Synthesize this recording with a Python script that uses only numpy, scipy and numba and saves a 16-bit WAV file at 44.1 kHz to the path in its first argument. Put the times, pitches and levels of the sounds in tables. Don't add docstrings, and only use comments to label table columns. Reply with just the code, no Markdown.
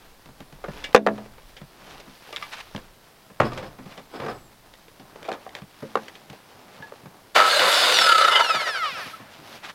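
import sys
import numpy as np
from scipy import signal
from scipy.fft import rfft, irfft
from scipy.io import wavfile
from scipy.ndimage import uniform_filter1d
from numba import njit

SR = 44100
rng = np.random.default_rng(int(sys.argv[2]) if len(sys.argv) > 2 else 0)


def decibels_to_gain(level_db):
    exponent = np.asarray(level_db, float) / 20
    return 10 ** exponent


def store_pcm(level_fs):
    pcm = np.round(np.clip(level_fs, -1, 1) * 32767).astype(np.int16)
    wavfile.write(sys.argv[1], SR, np.atleast_2d(pcm).T)


N = 429534
TIME = np.arange(N) / SR

# (frequency [Hz], density [dB])
HISS = [(35, -45), (60, -19), (87, 7), (607, -1.5), (2300, -6), (6740, -12), (14900, -13), (16000, -15)]
HISS_DB = -57
# (peak time [s], rise [s], fall [s], level [dB])
GUSTS = [
    (.1, 0.33, .3, -56),
    (.73, 0.31, .3, -44),
    (1.36, 0.089, 0.18, -43),
    (1.9, .15, .8, -58),
    (2.79, 0.35, 0.16, -55),
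    (3.42, 0.026, .3, -45),
    (3.66, .1, .05, -45),
    (4.4, .5, .6, -57),
    (5.86, .4, .3, -71),
    (8.3, 0.56, .08, -65),
]
CALM_DB = -73

# (peak time [s], rise [s], fall [s], level [dB], brightness [dB])
MOVES = [(.02, 0.11, 0.49, -55.5, 1), (.78, 0.16, 0.23, -46, -2.5), (.96, .06, 0.087, -47, 5),
         (1.16, 0.17, 0.24, -52, -4.5), (1.5, 0.092, 0.093, -52.5, 19), (1.92, 0.23, 0.22, -47.5, -1.5),
         (2.2, 0.39, 0.2, -50, 7), (2.42, 0.35, 0.43, -44.5, 6.5), (2.8, 0.23, 0.081, -49, -1.5),
         (3.56, .12, 0.19, -47.5, -5), (3.929, 0.16, 0.17, -49, -1), (4.29, 0.12, 0.057, -54, -11),
         (5.05, 0.28, 0.092, -58, 1), (5.2, 0.33, 0.52, -56.5, -8), (5.56, 0.063, 0.079, -50, -4.5),
         (5.8, 0.099, 0.16, -49.5, 6), (5.99, 0.38, 0.5, -49, -0.5), (6.36, 0.22, .15, -53.5, -4),
         (6.78, 0.62, 0.47, -51.5, -3.5), (7.16, 0.44, 0.41, -60, -8.5), (9.1, 0.54, 0.12, -40, 8.5),
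         (9.45, 0.36, 0.15, -47.5, 0.5), (9.559, 0.23, 0.049, -42.5, 3), (9.68, 0.097, 0.054, -46.5, -0.5)]
STILL_DB = -58.5
FADE_DB = 11

# (time [s], peak level [dB], brightness [dB], ring t60 [s])
STEPS = [(.258, -37, -4, 0.031), (.288, -38, -12, 0.035), (.404, -29, -7.5, 0.027), (.525, -36.5, -2, 0.04),
         (.683, -26.5, -24, 0.042), (1.615, -33, -9, 0.034), (2.07, -46, -30, 0.11),
         (2.749, -22, -11, 0.019), (3.301, -41, -8, 0.056), (3.786, -37.5, -13, 0.11),
         (3.859, -38.5, -6, 0.064), (4.997, -39.5, -3, 0.069), (5.619, -33, -8, 0.031),
         (5.824, -30, -24, 0.04), (6.299, -34.5, 0.5, 0.058), (6.801, -37, -26, 0.022),
         (7.034, -41.5, -20, 0.022), (7.057, -35, -11, 0.041), (8.547, -34.5, -10, 0.059),
         (8.92, -43, -14, 0.043), (9.059, -35.5, 5, 0.032), (9.197, -39, -22, 0.094),
         (9.39, -43, -18, 0.067)]
THIN_BLOWS = [(.64, -22, -55, 0.055), (.947, 11, -18, 0.016), (.951, 11.5, -12, 0.016), (.961, 2, -3, 0.022),
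              (1.065, 1, -26, 0.012), (1.071, -1, -20, 0.011), (5.158, -32.5, -13, 0.034),
              (5.249, -35.5, -6, 0.17), (5.288, -20, -11, 0.04), (5.317, -14, -12, 0.017),
              (5.327, -29, 9, 0.015), (5.335, -29.5, -14, 0.11), (5.465, -28, -24, 0.014),
              (1.09, -24, -33, 0.045), (1.179, -31, -12, .05), (1.259, -36, -8, .03), (1.335, -40, -8, .02),
              (1.381, -38, -8, .035), (5.955, -4, -26, 0.014), (5.972, -24.5, -39, .051), (6.153, -43, 9, 0.072),
              (6.824, -41, 2, 0.044), (6.922, -23, -22, 0.007), (4.882, -41.5, 0, 0.033)]
SET_DOWNS = [(2.762, -29, 4, 0.032), (2.777, -33.5, -12, 0.037), (3.4, -3, -30, .012),
             (3.403, 2, -28, 0.012), (3.41, -19, -30, 0.14), (3.432, -31, -22, 0.24),
             (3.452, -34, -35, 0.085), (3.519, -26, -14, 0.029), (3.575, -27, -6, 0.13),
             (3.627, -33, -20, 0.14), (3.976, -34, -5, 0.12), (4.138, -34.5, -16, 0.44),
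             (4.2, -25, -16, 0.052), (4.219, -31, -22, 0.28), (4.262, -22, -14, 0.035),
             (4.282, -25.5, -22, 0.074), (4.309, -42, -19, .14)]
CLINKS = [(.84, -39, 16, 0.14), (.929, -47, 15, 0.038), (1.566, -46.5, 9.5, 0.18), (2, -41, 10, 0.059),
          (2.291, -33, -8, 0.02), (2.306, -35, 0, .015), (2.327, -30.5, 0, 0.054), (2.362, -37, 23, 0.019),
          (2.368, -34, 13, 0.028), (2.425, -44, 18, 0.06), (3.532, -46, 16, .06), (4.738, -45.5, 7, 0.05),
          (5.229, -34, 6, 0.02), (5.243, -48, 8, .02), (5.26, -42, 0, .02), (5.278, -38, 4, .02),
          (5.492, -43, 10, .02), (5.551, -27, 6, 0.026), (5.588, -38, -5, .03), (6.082, -45.5, 16.5, 0.055),
          (6.329, -36.5, -2, 0.068)]
# (thud [dB], tick [dB], tick gained per brightness [dB/dB], low cut [Hz])
STEP_COLOUR = (2.25, -22, .2, 60)
THIN_COLOUR = (-22.5, -50, 0.27, 190)
SET_DOWN_COLOUR = (-8, -37, 0.14, 50)
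CLINK_COLOUR = (-25, -23, .6, 300)
JOLT_COLOUR = (-15, -11, .1, 150)

# (frequency [Hz], level [dB], t60 [s])
SOLE = [(1188, 9, 0.088), (2300, 0.5, 0.11), (2850, 0, 0.14), (3450, -5, 0.15), (1690, -4, 0.078),
        (2050, 1, 0.087), (4400, -15, .08), (5100, -7, .08)]
PLANK = [(211.3, -1.5, .37), (280, -9.5, 0.38), (338, -11.5, 0.28), (407, -3.5, 0.21), (470, -3, 0.13),
         (567, -4.5, 0.22), (658, 2, .16), (741, -4, 0.15), (840, -1.5, .1), (914, -8, 0.117),
         (1020, -12, 0.08), (1265, -17, .08), (1455, -13, .06)]
BEAM = [(119.6, -6, 0.8), (226.8, 0, 0.32), (390, -17, 0.64), (750, 4.5, 0.14), (1180, -19, 0.22),
        (1300, -9, 0.098), (1650, -7, 0.1)]
CLIP = [(896, -4, 0.084), (1690, 1.5, 0.13)]
SLAT = [(513, -11, .08), (690, -1, 0.13), (765, 1, 0.11), (1360, -16, 0.076)]
BOARD = [(220, -7, 0.27), (301, -12, .15), (338, -7.5, 0.21), (427, 0.5, 0.099), (534, -3, 0.15),
         (596, -0.5, 0.061), (700, -6, .18), (750, -10, .16), (830, -5, .18), (938, -4, .14),
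         (1070, 0, 0.065), (1190, -12, 0.11)]
BASE = [(724, 0, 0.097), (814, -12, 0.19), (1098, -3, 0.21), (1310, -10, 0.16), (1650, -17, 0.15),
        (2060, -22, 0.2), (2234, -19, 0.2), (2643, -8, 0.083), (2896, -19, 0.12), (3365, -17, 0.071)]
# (level [dB], modes as above)
RINGS = [(-14, PLANK), (-19.5, PLANK), (-23.5, BEAM), (-38, BEAM), (-49, BEAM[:3]), (-29.5, BOARD),
         (-34.5, SOLE[1:]), (-41.5, SOLE), (-37.5, SOLE), (-34, PLANK[3:]), (-29, BOARD[:6]), (-34, CLIP),
         (-22, SLAT), (-38, SLAT), (-50, SLAT), (-26, BASE), (-47, SOLE), (-47, SOLE), (-40, PLANK[3:]),
         (-22, BOARD[:3]), (-41, SOLE[:1]), (-33, BEAM[:1])]
RING_S = [.948, 1.068, 3.403, 4.263, 2.75, 5.956, .841, 2.327, 2.424, 5.288, 5.826, 6.824, 5.284, 5.465,
          4.998, 3.404, 3.577, 4.202, 1.184, 3.432, 3.519, 1.07]

# (time [s], length [s], level [dB])
CRUNCHES = [
    (2.536, 0.017, -34),
    (2.583, 0.021, -39.5),
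    (2.609, 0.0075, -38.5),
    (5.577, 0.021, -48),
    (9.652, 0.021, -36.5),
    (9.697, 0.016, -38),
]
# (peak time [s], rise [s], fall [s], level [dB], treble [dB])
DRAGS = [
    (3.47, 0.037, 0.077, -35, 5),
    (3.64, 0.042, 0.042, -40, 9),
    (4.165, 0.029, 0.036, -37.5, 5),
    (4.23, 0.032, .04, -40, 1),
    (4.28, 0.024, 0.044, -35, 4),
    (4.33, .03, 0.038, -41.5, -7),
]
# (frequency [Hz], width [Hz], level [dB])
SOLE_SONG = [(376, 107, 3), (697, 47, -2), (1130, 35, -8), (1300, 23, -1), (1480, 22, -3), (2910, 18, -18),
             (3270, 16, -18), (5200, 79, -18)]
# (time [s], length [s], frequency [Hz], level [dB], sag [Hz])
SQUEAKS = [
    (4.12, 0.07, 7900, -68, 151),
    (4.33, .1, 7850, -64, 50),
    (4.428, .06, 7850, -63, 650),
]

# (time [s], slot rate [Hz])
RUN_UP = [
    (7.35, 300),
    (7.47, 1900),
    (7.52, 2180),
    (7.6, 2040),
    (7.69, 3800),
]
# (from [s], to [s])
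PULLS = [
    (7.352, 7.49),
    (7.6, 7.7),
]
# (time [s], level [dB])
KICK = [
    (7.347, -40),
    (7.354, -18),
    (7.366, -10),
    (7.43, -17),
    (7.5, -22.5),
    (7.58, -22.5),
    (7.61, -16.5),
    (7.7, -19.5),
]
# (time [s], level [dB])
RUN_DOWN = [
    (7.9, -19.5),
    (8.1, -22),
    (8.41, -22.5),
    (8.45, -28),
    (8.65, -30.5),
    (8.98, -42),
    (9.1, -50),
    (9.21, -51),
    (9.3, -60),
]
# (time [s], peak level [dB], brightness [dB], ring t60 [s])
JOLTS = [(7.36, -13, -10, 0.014), (7.371, -11, -9, 0.018), (7.594, -28, 20, 0.037), (7.601, -12, -6, 0.021),
         (7.671, -20, 5, .01), (7.922, -24, 15.5, 0.03), (7.988, -16.5, 15.5, 0.017),
         (8.256, -24, -3, .015), (8.396, -28, 9, .012), (8.446, -29, 3, 0.011), (8.547, -27, 0, .012)]
# (frequency [Hz], width [Hz], level [dB])
CASING = [(625, 260, 2), (1000, 190, -17), (1330, 400, 3), (1560, 240, -3), (2280, 1140, -3.5)]
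# (frequency [Hz], width [Hz], level [dB])
GUARD = [(2980, 200, -1), (3580, 350, 2), (4850, 850, 1)]
# (frequency [Hz], width [Hz], level [dB])
BLADE = [(923, 31, -17), (1300.5, 44, 2), (1696, 6.3, -7.5), (2066, 23, -4.5), (2935, 59, -3),
         (3090, 35, -9.5), (3665, 59, -9.5)]
# (slot rate [Hz], level [dB])
BLADE_RING = [(1450, 2), (1850, 5.5), (2400, 6.5), (3100, -4.5)]
# (peak time [s], rise [s], fall [s], level
# [dB], frequency [Hz], width [Hz])
SINGING_BANDS = [(7.41, 0.03, 0.06, -17, 1290, 40), (7.54, .04, 0.055, -22, 1650, 110),
                 (7.565, 0.016, 0.016, -25, 598, 80), (7.61, 0.014, 0.12, -29.5, 595, 89),
                 (7.99, .02, 0.036, -18.5, 3440, 160), (7.58, 0.043, .02, -23, 4060, 120),
                 (8.41, 0.023, 0.019, -25, 930, 70), (8.97, 0.023, .025, -43, 1290, 40),
                 (9.07, .02, 0.018, -43, 1300, 40), (9.145, 0.033, .015, -39, 1300, 30),
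                 (7.7, .015, .02, -38, 11100, 1500), (8.345, .03, .03, -24, 2070, 30),
                 (8.32, .012, .015, -24, 3060, 60), (8.362, .012, .025, -22, 2910, 40),
                 (8.41, .015, .015, -28, 3600, 60), (8.325, .03, .012, -20, 1340, 70),
                 (8.495, .012, .012, -34, 3150, 120), (8.2, .1, .1, -30, 590, 90), (8.37, .05, .04, -25, 950, 350),
                 (7.86, .12, .1, -27, 3550, 180), (7.9, .1, .08, -27, 1600, 160), (7.93, .04, .05, -26, 520, 60)]
# (frequency [Hz], level [dB])
WHINE_PATH = [(60, -75), (280, -17), (920, -15), (1080, 3), (5400, 3), (6600, -12), (10500, -5),
              (16000, -24)]
# (multiple of pulse rate [1], level [dB])
HUM = [(2, -49), (3, -42), (4, -38), (5, -34), (6, -29), (7, -33), (8, -30), (10, -30), (11, -33),
       (12, -32), (13, -28)]

SLOTS, PINION, FAN_BLADES = 12, 7, 18
GEAR_RATIO, TURN_S = 5.6, 8.502
RELEASE_S, TOP_HZ, BRAKE_HZ_PER_S = 7.72, 3760, 3600
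FRICTION_HZ_PER_S, DRAG_PER_S = 985, .965
BIND_S, BIND_OVER_S, BIND_HZ = 8.8, .05, 27
MAINS_HZ, HUM_DB = 100, 0.5
WHINE_DB, WHINE_DB_PER_ORDER, WHINE_DB_PER_DECADE, WHINE_AT_HZ = -33.5, -1.8, 9, 1200
BARS_DB, SHAFT_DB, FAN_DB = 4.5, -31, -30
MESH_DB, SIDEBAND_DB, MESH_HZ, MESH_WIDTH_HZ = -13, -19, 1330, 92
FAN_PEAK_HZ, FAN_WIDTH_HZ = 4900, 500
HOWL_HZ, HOWL_WIDTH_HZ, HOWL_DB = 1310, 110, 10
SLOW_HZ, SLOW_DB_PER_ORDER = 600, 1.6
SLACK_HZ, SLACK_DB, SLACK_DB_PER_DECADE = 3200, 4, 3
FLARE_HZ, FLARE_WIDTH_HZ, FLARE_DB, RIM_DB = 1660, 136, 17, -13


def level(x):
    return x / np.sqrt(np.mean(x ** 2))


def read(table, silent=-120.):
    s, values = np.transpose(table)
    return np.interp(TIME, s, values, silent, silent)


def band(x, lo_hz, hi_hz, order=2):
    return signal.sosfilt(signal.butter(order, [lo_hz, hi_hz], "bandpass", fs=SR, output="sos"), x)


def resonate(x, peaks):
    out = 0
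    for k, (hz, width, db) in enumerate(peaks):
        out = out + (-1) ** (k // 2) * decibels_to_gain(db) * band(x, hz - width / 2, hz + width / 2, order=1)
    return out


def bump(hz, centre_hz, width_hz):
    return 1 / (1 + ((hz - centre_hz) / width_hz) ** 2)


def walk(rate):
    k = int(SR / rate)
    steps = np.repeat(rng.standard_normal(N // k + 1), k)
    return 1.45 * uniform_filter1d(uniform_filter1d(steps, k), k)[:N]


def grit(scatter_db):
    size = np.minimum(rng.exponential(size=N // 32 + 1), 3.5)
    return level(rng.standard_normal(N) * decibels_to_gain(scatter_db * np.repeat(size, 32)[:N]))


def swell(s, rise_s, fall_s, db):
    away = np.where(TIME < s, (s - TIME) / max(rise_s, .01), (TIME - s) / max(fall_s, .01))
    return decibels_to_gain(db - FADE_DB * away)


def add(out, s, sound):
    i = int(s * SR)
    out[i:i + len(sound)] += sound[:N - i]


def air_floor():
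    hz, db = np.transpose(HISS)
    bins_hz = np.arange(1, N // 2 + 2) * SR / N
    shape = decibels_to_gain(np.interp(np.log(bins_hz), np.log(hz), db))
    hiss = level(irfft(rfft(rng.standard_normal(N)) * shape, N)) * decibels_to_gain(HISS_DB)
    wind = decibels_to_gain(CALM_DB) + np.max([swell(*gust) for gust in GUSTS], axis=0)
    rumble = level(band(rng.standard_normal(N), 6.5, 43, order=3))
    return hiss + rumble * wind * decibels_to_gain(walk(8.3))


def rustle():
    body, scrape, swish = decibels_to_gain(STILL_DB + 1.0), decibels_to_gain(STILL_DB), decibels_to_gain(STILL_DB - 5)
    for s, rise_s, fall_s, db, bright_db in MOVES:
        effort = swell(s, rise_s, fall_s, db)
        body = np.maximum(body, effort * decibels_to_gain(0.4 - bright_db))
        scrape = np.maximum(scrape, effort)
        swish = np.maximum(swish, effort * decibels_to_gain(-10 + 0.33 * bright_db))
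    grains = grit(2.6)
    low = level(band(grains, 115, 1120))
    mid = level(band(grains, 520, 3320))
    high = band(grains, 2360, 5400) + 0.63 * band(grains, 4900, 4920) + 0.44 * band(grains, 4200, 12300)
    out = body * decibels_to_gain(0.64 * walk(23)) * low
    out = out + scrape * decibels_to_gain(1.5 * walk(33)) * mid
    return out + swish * decibels_to_gain(0.6 * walk(27)) * level(high)


def knocks(kinds):
    out, hz = np.zeros(N), 125 * 2 ** np.arange(0, 7, .5)
    t = np.arange(int(.3 * SR)) / SR
    noise = rng.standard_normal(N)
    bands = np.array([level(band(noise, f / 1.25, f * 1.25)) for f in hz])
    push = np.array([band(1. * (t == 0), f / 1.3, f * 1.3, order=3) for f in hz])
    push = push / np.abs(push).max(axis=1)[:, None]
    rise = 1 - np.exp(-t * hz[:, None] / .8)
    colour_hz = [125, 180, 300, 480, 1000, 2500, 7000, 14000]
    for table, (thud_db, tick_db, gained, low_hz) in kinds:
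        low_cut = signal.butter(3, low_hz, "highpass", fs=SR, output="sos")
        for s, db, crack_db, t60 in table:
            top_db = tick_db + gained * crack_db
            colour_db = [thud_db - 10.5, thud_db, thud_db / 2 - 1.5, 0, -2.5, crack_db, top_db, top_db]
            colour = np.interp(np.log(hz), np.log(colour_hz), colour_db)
            decay = (np.clip(t60, .005, .3) * (700 / hz) ** .45)[:, None]
            shape = rise * (decibels_to_gain(-60 * t / decay) + decibels_to_gain(-29.5 - 60 * t / (5.4 * decay)))
            i = min(int(s * SR), N - len(t))
            crack = shape * bands[:, i:i + len(t)]
            blow = (decibels_to_gain(db + colour)[:, None] * (crack + 1.03 * push)).sum(axis=0)
            add(out, s, signal.sosfilt(low_cut, blow))
    return out


def yard(x, echo_db=-18, tail_db=-22, t60=0.077):
    t = np.arange(int(.4 * SR)) / SR
    noise = rng.standard_normal(len(t))
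    slap = noise * np.exp(-((t - .015) / 0.0011) ** 2)
    slap = level(band(slap, 120, 1400, order=1)) * decibels_to_gain(echo_db)
    tail = noise * np.exp(-np.log(1000) * t / t60) * (t > .006)
    tail = level(band(tail, 110, 2900, order=1)) * decibels_to_gain(tail_db)
    return x + signal.fftconvolve(x, (slap + tail) / np.sqrt(len(t)))[:N]


def ring(hz, db, t60):
    phase = rng.random(len(hz))
    t = np.arange(int(min(np.max(t60), .45) * SR))[:, None] / SR
    flutter = 3.5 * walk(190)[:len(t) * len(hz)].reshape(len(hz), -1).T.clip(-3, 1.2)
    modes = decibels_to_gain(db + flutter) * np.sin(2 * np.pi * (hz * t + phase)) * np.exp(-np.log(1000) * t / t60)
    rise_s = .003 * 700 / hz
    return (modes * (1 - np.exp(-t / rise_s))).sum(axis=1)


def planks():
    out = np.zeros(N)
    for s, (db, modes) in zip(RING_S, RINGS):
        hz, mode_db, t60 = np.transpose(modes)
        add(out, s, decibels_to_gain(db) * ring(hz, mode_db, t60))
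    return out


def crunches():
    effort = sum(decibels_to_gain(db) * np.exp(-((TIME - s) / length) ** 2) for s, length, db in CRUNCHES)
    return effort * level(band(grit(1.5), 710, 3240))


def drags():
    grains, out = grit(2.2), 0
    low = level(resonate(grains, SOLE_SONG[:5]))
    high = level(resonate(grains, [(hz, 4 * width, db) for hz, width, db in SOLE_SONG[5:]]))
    for s, rise_s, fall_s, db, treble_db in DRAGS:
        out = out + swell(s, rise_s, fall_s, db) * (low + decibels_to_gain(treble_db - 20.5) * high)
    return out * decibels_to_gain(3.4 * walk(70))


def squeaks():
    out = 0
    for s, length, hz, db, sag_hz in SQUEAKS:
        part = (TIME - s) / length
        pitch = (hz - sag_hz * np.clip(part, 0, 1)) * (1 + .006 * walk(150))
        held = uniform_filter1d(1. * (part > 0) * (part < 1), size=600)
        out = out + held * decibels_to_gain(db + 1.7 * walk(78)) * np.sin(2 * np.pi * np.cumsum(pitch) / SR)
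    return out


def coasting():
    rest = FRICTION_HZ_PER_S / DRAG_PER_S
    knee = BRAKE_HZ_PER_S / DRAG_PER_S - rest
    since = np.maximum(TIME - RELEASE_S, 0)
    late = since - (TOP_HZ - knee) / BRAKE_HZ_PER_S
    braked = TOP_HZ - BRAKE_HZ_PER_S * since
    bind = BIND_HZ / (1 + np.exp((BIND_S - TIME) / BIND_OVER_S))
    free = (knee + rest) * np.exp(-DRAG_PER_S * late) - rest - bind
    return np.where(late < 0, braked, free).clip(1)


def gear_throb(free_hz, slots):
    turns = (slots - np.interp(TURN_S, TIME, slots)) / SLOTS / GEAR_RATIO
    depth_db = SLACK_DB + SLACK_DB_PER_DECADE * np.log10(SLACK_HZ / free_hz)
    depth_db = np.clip(4 * (SLACK_HZ / free_hz - 1), 0, 1) * depth_db
    cycle = np.cos(2 * np.pi * turns) - .1 * np.cos(4 * np.pi * turns) - .15 * np.sin(4 * np.pi * turns)
    return np.clip(depth_db, 0, 7) * (cycle + .25 * walk(30))


def gear_rattle(grains, rattle_db, throb):
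    rattle = level(band(resonate(grains, CASING), 423, 7100)) * decibels_to_gain(rattle_db + throb)
    return rattle + level(band(grains, 130, 330)) * decibels_to_gain(rattle_db - 30)


def blade(grains, rattle_db, throb, free_hz):
    ring_db = np.interp(free_hz, *np.transpose(BLADE_RING))
    bite_db = 6.5 * np.exp(-np.abs(TIME - PULLS[0][0]) / 0.14)
    struck = grains * decibels_to_gain(rattle_db + ring_db + bite_db + 1.25 * throb) / np.std(resonate(grains, BLADE))
    rim_db = RIM_DB + FLARE_DB * np.exp(-((free_hz - FLARE_HZ) / FLARE_WIDTH_HZ) ** 2)
    rim_db = rim_db + 9 * np.log10(np.minimum(free_hz / FLARE_HZ, 1))
    sound = resonate(struck, BLADE[:3]) + resonate(struck * decibels_to_gain(rim_db), BLADE[3:])
    return band(sound, 500, 5000) / (1 + (300 / free_hz) ** 4)


def draught(free_hz, throb, buzz):
    grains = grit(2.4) * buzz
    air_db = -21 + 46 * np.log10(np.minimum(free_hz / 2650, 1))
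    air_db = air_db - 2.5 * (TIME < RELEASE_S) + throb / 2
    return level(resonate(grains, GUARD) + .42 * band(grains, 3000, 7000)) * decibels_to_gain(air_db)


def brushes(slot_hz):
    hiss_db = -33.5 + 36 * np.log10(slot_hz / TOP_HZ)
    hiss_db = np.maximum(hiss_db, np.where(TIME < RELEASE_S, -37.5, -120))
    return level(band(grit(0.97), 4300, 11700)) * decibels_to_gain(hiss_db)


def mains_hum(power):
    hum = 0
    for k, db in HUM:
        tone = np.sin(2 * np.pi * (k * MAINS_HZ * TIME + k * k / 7))
        hum = hum + decibels_to_gain(HUM_DB + db + 2.5 * walk(40)) * tone
    return power ** 2 * hum


def gear_mesh(slot_hz, slots, throb):
    out = 0
    for teeth, db in (PINION, MESH_DB), (PINION + 1, SIDEBAND_DB):
        gain = bump(slot_hz * teeth / SLOTS, MESH_HZ, MESH_WIDTH_HZ)
        gain = gain * (TIME > RELEASE_S) * np.minimum(slot_hz / WHINE_AT_HZ, 1) ** 3
        out = out + decibels_to_gain(db + 1.8 * walk(53) + .8 * throb) * gain * np.sin(2 * np.pi * slots * teeth / SLOTS)
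    return out


def fan(slot_hz, slots, whine):
    gain = bump(slot_hz * FAN_BLADES / SLOTS, FAN_PEAK_HZ, FAN_WIDTH_HZ) * (TIME > RELEASE_S)
    tone = np.sin(2 * np.pi * slots * FAN_BLADES / SLOTS)
    return whine * decibels_to_gain(FAN_DB + 1.5 * walk(34)) * gain * tone


def slot_whine(slot_hz, slots, whine, throb, on):
    path_hz, path_db = np.transpose(WHINE_PATH)
    orders = [(1 / SLOTS, SHAFT_DB)] + [(k, WHINE_DB + WHINE_DB_PER_ORDER * k) for k in range(1, 23)]
    live = np.flatnonzero(on)
    slow = np.clip(1 - slot_hz[live] / SLOW_HZ, 0, 1)
    out = np.zeros(N)
    for k, db in orders:
        bars = (k == 2) / 2 + 0.1 * (k == 4) + 0.4 * (k == 3) + 0.3 * (k % 2 == 0) + .3 * (k > 4) - (k == 1)
        hz = k * slot_hz[live]
        howl_db = HOWL_DB * bump(hz, HOWL_HZ, HOWL_WIDTH_HZ) * (k == 2)
        sharp_db = SLOW_DB_PER_ORDER * max(k - 4, 0) * slow
        heard_db = np.interp(np.log(hz), np.log(path_hz), path_db)
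        total_db = db + BARS_DB * bars + howl_db + sharp_db + heard_db
        total_db = total_db + 3 * walk(40)[live] + .35 * throb[live]
        gain = whine[live] * decibels_to_gain(total_db) * (hz < .36 * SR)
        phase = 2 * np.pi * k * slots[live] + (.3 + .09 * k) * walk(120)[live]
        out[live] += gain * np.sin(phase)
    return out


def singing_bands(texture):
    out = 0
    for s, rise_s, fall_s, db, hz, width in SINGING_BANDS:
        out = out + swell(s, rise_s, fall_s, db) * level(band(texture, hz - width / 2, hz + width / 2))
    return out


def saw():
    free_hz = coasting()
    slot_hz = np.where(TIME < RUN_UP[-1][0], read(RUN_UP, silent=1.), free_hz)
    slots = np.cumsum(slot_hz) / SR
    on = uniform_filter1d(1. * (TIME > PULLS[0][0]) * (free_hz > 1), size=600)
    power = uniform_filter1d(sum(1. * (TIME > a) * (TIME < b) for a, b in PULLS), size=2000)
    throb = gear_throb(free_hz, slots)
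    rattle_db = read(KICK + RUN_DOWN)
    buzz = 1 + .5 * np.exp(-np.abs(TIME - 7.41) / 0.034) * np.sin(2 * np.pi * MAINS_HZ * TIME)
    texture = grit(1.1)
    grains = texture * buzz
    whine_db = -30 * power + 3 * (TIME < RELEASE_S) + WHINE_DB_PER_DECADE * np.log10(slot_hz / WHINE_AT_HZ)
    whine = on * decibels_to_gain(whine_db) / (1 + (260 / slot_hz) ** 4)
    gears = gear_rattle(grains, rattle_db, throb) + blade(grains, rattle_db, throb, free_hz)
    noises = on * (draught(free_hz, throb, buzz) + brushes(slot_hz) + singing_bands(texture) * buzz)
    tones = on * mains_hum(power) + gear_mesh(slot_hz, slots, throb) + fan(slot_hz, slots, whine)
    tones = tones + slot_whine(slot_hz, slots, whine, throb, on)
    jolts = band(knocks([(JOLTS, JOLT_COLOUR)]), 300, 16000)
    return gears + noises + tones + jolts


def scene():
    blows = knocks([(STEPS, STEP_COLOUR), (THIN_BLOWS, THIN_COLOUR), (SET_DOWNS, SET_DOWN_COLOUR),
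                    (CLINKS, CLINK_COLOUR)])
    blows = yard(blows + planks())
    return (air_floor() + rustle() + blows + crunches() + drags() + squeaks() + saw())[None]


@njit
def limiter(x, top, attack, release, slope):
    y, e = np.empty(len(x)), 0.
    for i in range(len(x)):
        e += (abs(x[i]) - e) * (attack if abs(x[i]) > e else release)
        y[i] = x[i] * min(1., (top / (e + 1e-9)) ** slope)
    return y


def top_cut(x):
    return signal.sosfilt(signal.butter(12, 16450, fs=SR, output="sos"), x)


def record(dry):
    held = limiter(dry[0], 0.3, 1 / (0.0031 * SR), 1 / (.09 * SR), 0.63)
    low_pass = signal.ellip(8, .2, 60, 15900, fs=SR, output="sos")
    mix = signal.sosfilt(low_pass, np.clip(held, -1, 1))[None]
    return top_cut(mix)


dry = scene()
out = record(dry)
store_pcm(out)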